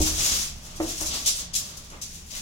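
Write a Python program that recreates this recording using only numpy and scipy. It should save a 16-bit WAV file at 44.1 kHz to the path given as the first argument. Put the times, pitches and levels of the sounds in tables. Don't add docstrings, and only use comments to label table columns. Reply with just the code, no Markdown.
import sys
import numpy as np
from scipy import signal
from scipy.fft import rfft, irfft, next_fast_len
from scipy.io import wavfile

SR = 44100
rng = np.random.default_rng(int(sys.argv[2]) if len(sys.argv) > 2 else 0)


def master_out(mix):
    frames = np.transpose(np.atleast_2d(mix))
    ceiling = np.clip(frames, -1, 1)
    pcm = np.round(ceiling * 32767).astype(np.int16)
    wavfile.write(sys.argv[1], SR, pcm)


N = 106369
T = np.arange(N) / SR
CREASES_PER_S = 4000
FOIL_ROOM_DB = 2.5


def from_db(db):
    return 10 ** (np.asarray(db) / 20)


def at_hz(points, hz):
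    f, v = np.transpose(points)
    return np.interp(np.log(np.maximum(hz, 1)), np.log(f), v)


def level(rows):
    return from_db(np.interp(T, *np.transpose(rows)))


def swell(middle, length):
    return np.exp(-2 * ((T - middle) / length) ** 2)


def colour(x, spectrum, tilt_db=0):
    size = next_fast_len(N + SR // 4)
    hz = np.maximum(np.fft.rfftfreq(size, 1 / SR), 1)
    gain = from_db(at_hz(spectrum, hz) + tilt_db * np.log2(hz))
    return irfft(rfft(x, size) * gain / np.sqrt(np.mean(gain ** 2)), size)[..., :N]


def stereo_noise(size):
    # f/Hz, correlation
    likeness = [(100, 0.98), (170, 0.94), (300, 0.69), (500, 0.6), (1000, -0.055), (16000, 0.0055)]
    mid, side = rfft(rng.standard_normal((2, size)))
    alike = at_hz(likeness, np.fft.rfftfreq(size, 1 / SR))
    return irfft(np.sqrt((1 + alike) / 2) * mid + np.sqrt((1 - alike) / 2) * side * [[1], [-1]], size)


def kitchen():
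    # f/Hz, t60/s
    room_t60 = [(200, 0.52), (1000, 0.44), (3500, 0.4), (7000, 0.29), (14000, 0.21)]
    t, hz = T[:SR // 2], np.fft.rfftfreq(SR // 2, 1 / SR)
    noise = rfft(stereo_noise(len(t)))
    centres, echo = np.geomspace(200, 14000, 8), 0
    for centre, share in zip(centres, np.eye(len(centres))):
        band = irfft(noise * at_hz(np.c_[centres, share], hz), len(t))
        echo += band * from_db(-60 * t / at_hz(room_t60, centre))
    echo *= 1 - np.exp(-t / .0013)
    return echo / np.sqrt(np.sum(echo ** 2) / 2)


def place(x, echo, room_db, pan_db=0, extra_lag_s=0):
    right_lag_s = .00031 + extra_lag_s
    late = np.pad(x, (int(right_lag_s * SR + .5), 0))[:N]
    direct = np.array([x * from_db(pan_db / 2), late * from_db(-pan_db / 2)])
    wet = from_db(room_db)
    return (direct + wet * signal.fftconvolve(x[None], echo, axes=1)[:, :N]) / np.hypot(1, wet)


def scatter(snaps, spectrum, echoes, pan_db=0, tilt_db=0):
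    spot, out = rng.integers(0, len(echoes), N), 0
    for k, lag_s in enumerate(np.linspace(-.00003, .00003, len(echoes))):
        sound = colour(snaps * (spot == k), spectrum, tilt_db)
        out += place(sound, echoes[k], FOIL_ROOM_DB, pan_db, lag_s)
    return out


def creases(per_s, spread_db=3):
    sizes = from_db(spread_db * np.minimum(rng.exponential(1, N), 4.5))
    snaps = sizes * rng.choice([-1, 1], N) * (rng.random(N) < per_s / SR)
    return snaps / snaps.std()


def background():
    # t/s, level/dB
    rumble_level = [(0, -23.5), (.06, -29), (.16, -36), (.4, -39.5), (.6, -44.5), (.8, -44.5), (1.1, -39),
                    (1.3, -46.5), (1.6, -46.5), (1.9, -48.5), (2.41, -46)]
    # f/Hz, level/dB
    rumble_eq = [(12, -16.5), (26, 1.5), (45, -11.5), (68, 0), (95, -17), (140, -12), (200, -15),
                 (300, -46), (800, -28), (8000, -78)]
    # f/Hz, level/dB
    air_eq = [(30, -6), (100, 1.5), (190, 1.5), (290, -10), (450, -12.5), (900, -18), (1800, -16.5),
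              (3300, -15), (6000, -25.5), (9000, -43.5), (16000, -33)]
    rumble = level(rumble_level) * colour(stereo_noise(N), rumble_eq)
    lean_right = from_db([[-1], [1]])
    return rumble * lean_right + from_db(-50) * colour(stereo_noise(N), air_eq)


def ring(x, hz, t60):
    r, w = from_db(-60 / (t60 * SR)), 2 * np.pi * hz / SR
    return signal.lfilter([0, np.sin(w)], [1, -2 * r * np.cos(w), r * r], x + 1e-18)


def knocks(echo):
    # t/s, ring level/dB, contact cut-off/Hz, thump level/dB, thud level/dB
    hits = [(.001, -18, 400, -20.5, -19.5), (0.7994, -26, 1150, -37.5, -19), (.85, -39, 980, -51, -38),
            (1.012, -38, 900, -38, -33), (1.084, -43.5, 390, -32.5, -62)]
    # f/Hz, level/dB, t60/s
    modes = [(245, -10, .2), (310.4, -0.5, 0.37), (326, -16, 0.17), (383, -14, 0.048), (569, -2.5, 0.083),
             (621, -12, 0.37), (670, -18, 0.041), (838, -17, .12), (1080, -22, 0.1), (1257, -13, 0.066)]
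    # f/Hz, level/dB
    thud_eq = [(120, -46), (230, -4), (330, 4.5), (390, -1.5), (470, -8.5), (580, -3.5), (1200, -7),
               (1800, -11), (5000, -11), (12000, -55)]
    rise_s, decay_s = .003454, .01
    blows, thuds, thumps = np.zeros((3, N))
    for s, db, contact_hz, thump_db, thud_db in hits:
        click = signal.unit_impulse(N, int((s + rise_s) * SR))
        soft = signal.butter(2, contact_hz, fs=SR)
        press = np.clip((T - s) / rise_s, 0, 1) * np.exp(-np.maximum(T - s - rise_s, 0) / decay_s)
        blows += signal.lfilter(*soft, click) * from_db(db)
        thuds += signal.lfilter(*soft, rng.standard_normal(N) * press) * from_db(thud_db)
        thumps += click * from_db(thump_db)
    body = sum(ring(blows, hz, t60) * from_db(db) for hz, db, t60 in modes)
    body = signal.sosfilt(signal.butter(5, 248, "high", fs=SR, output="sos"), body)
    near_middle = dict(pan_db=-2.5, extra_lag_s=-.00012)
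    ringing = place(body, echo, room_db=-10, **near_middle)
    thud = place(colour(thuds, thud_eq), echo, room_db=-2, **near_middle)
    return ringing + thud + ring(thumps, hz=75.2, t60=.51)


def skids(echo):
    # middle t/s, level/dB, length/s, centre f/Hz
    slips = [(0.913, -36, .025, 6500), (1.007, -47, 0.025, 7800), (1.365, -31, 0.029, 7900),
             (1.397, -32.5, 0.023, 6350), (2.353, -37, .016, 2420)]
    width = .26
    out = 0
    for s, db, length, hz in slips:
        hiss = signal.lfilter(*signal.iirpeak(hz, 1 / width, fs=SR), creases(CREASES_PER_S))
        out += hiss / hiss.std() * from_db(db) * swell(s, length)
    return place(out, echo, FOIL_ROOM_DB)


def rubs(echoes):
    # middle t/s, rub level/dB, length/s, swish level/dB
    strokes = [(0.068, -36.5, 0.023, -52), (0.266, -41, 0.21, -37.5), (0.714, -51, 0.18, -51.5),
               (0.885, -50, 0.036, -38), (1.015, -36.5, 0.028, -62), (1.136, -39, 0.066, -29.5),
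               (1.269, -40.5, .022, -23), (1.396, -48, 0.05, -41), (1.655, -52, 0.27, -48),
               (1.936, -44, 0.036, -76), (2.351, -51.5, 0.071, -41.5)]
    # f/Hz, level/dB
    rub_eq = [(100, -26), (190, -4), (280, 5), (430, -3.5), (600, 3.5), (800, -1), (1150, 3), (1700, -5),
              (3000, -5), (8000, -43), (16000, -50)]
    # f/Hz, level/dB
    swish_eq = [(500, -44), (1500, -26.5), (2300, -10), (3000, 2), (3800, 4.5), (5000, 5), (8000, -2),
                (16000, -50)]
    rub_gain = sum(from_db(db) * swell(s, length) for s, db, length, _ in strokes)
    swish_gain = sum(from_db(db) * swell(s, length) for s, _, length, db in strokes)
    rub = scatter(rub_gain * rng.standard_normal(N), rub_eq, echoes)
    swish = scatter(swish_gain * creases(CREASES_PER_S), swish_eq, echoes)
    return rub + swish


def buckles(echoes, release_s=.0074):
    # t/s, level/dB, rise/s, length/s, tilt/(dB per octave), pan/dB
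    bursts = [(.012, -19, 0.0038, 0.011, 4, 0), (.179, -25.5, 0.0017, 0.02, -3, 4),
              (.315, -21, 0.0025, 0.0058, -2, -2), (.757, -39.5, .005, 0.013, 4, 3),
              (1.002, -30, .008, 0.029, 5.5, 14), (1.055, -25.5, 0.0059, 0.019, 3, -2),
              (1.258, -18, 0.0025, 0.028, 4, 3.5), (1.532, -25, 0.0082, 0.012, 1.5, 7),
              (1.55, -20, 0.0029, 0.016, 3, 6), (1.58, -29, .005, 0.011, 15, 6),
              (1.765, -38, 0.012, 0.013, 6.5, 18.5), (1.897, -43, .004, .006, 2, 6),
              (2.013, -31, 0.0025, 0.02, 2.5, 4.5), (2.261, -42.5, .005, .008, 9, 3),
              (2.303, -39, .008, 0.017, -3, 14)]
    # f/Hz, level/dB
    buckle_eq = [(200, -17), (1000, -28), (2000, -14), (3100, -7.5), (4500, -4), (5800, 1.5), (7200, 0),
                 (8100, -8), (10300, -8.5), (12500, -16.5), (16000, -22)]
    snaps, out = creases(per_s=14000), 0
    for k, (s, db, rise, length, tilt_db, pan_db) in enumerate(bursts):
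        shape = np.clip((T - s) / rise, 0, 1) * np.exp(-np.maximum(T - s - length, 0) / release_s)
        two_spots = np.roll(echoes, k, axis=0)[:2]
        out += scatter(snaps * shape * from_db(db), buckle_eq, two_spots, pan_db, tilt_db)
    return out


def clumps(per_s=55, depth_db=2.24):
    knots = rng.standard_normal(N // 100)
    return from_db(depth_db * np.interp(T * per_s, np.arange(len(knots)), knots))


def crackle(echoes):
    # t/s, level/dB
    handling = [(0, -27), (.07, -25.5), (.125, -34.5), (.17, -27.5), (.225, -21.5), (.36, -25), (.46, -32),
                (.53, -51.5), (.61, -49.5), (.66, -43), (.74, -53), (.82, -39.5), (.9, -31.5), (.98, -34),
                (1.08, -39), (1.17, -34.5), (1.24, -36), (1.34, -45), (1.405, -32), (1.455, -92),
                (1.53, -70), (1.66, -40), (1.73, -46.5), (1.87, -50.5), (1.99, -57), (2.1, -45.5),
                (2.16, -42), (2.24, -53), (2.295, -44), (2.335, -36.5), (2.41, -39.5)]
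    # f/Hz, level/dB
    crease_eq = [(200, -57), (700, -33.5), (1300, -17.5), (2000, -14), (3100, -8), (4500, -5.5), (5800, 0),
                 (7200, -1), (8100, -7), (10300, -8), (12500, -12), (16000, -15.5)]
    # t/s, pan/dB
    hand_pan = [(0, 9.5), (.15, 3), (.3, 7.5), (.46, 3), (.75, 7), (.92, 3.5), (1.1, 7), (1.22, 6),
                (1.36, 4), (1.7, 1), (2.15, 6.5), (2.36, 9.5)]
    effort = level(handling)
    snaps = creases(CREASES_PER_S) * effort * clumps()
    dull = signal.filtfilt(*signal.butter(2, 8100, fs=SR), snaps)
    treble_gain = (effort / effort.max()) ** -.03
    snaps = dull + (snaps - dull) * treble_gain
    return scatter(snaps, crease_eq, echoes, pan_db=np.interp(T, *np.transpose(hand_pan)))


def scene():
    echoes = np.array([kitchen() for _ in range(5)])
    foil = crackle(echoes) + buckles(echoes) + rubs(echoes) + skids(echoes[1])
    return foil + knocks(echoes[2]) + background()


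def record(dry):
    return signal.sosfilt(signal.ellip(12, .1, 90, 15900, fs=SR, output="sos"), dry)


dry = scene()
out = record(dry)
master_out(out)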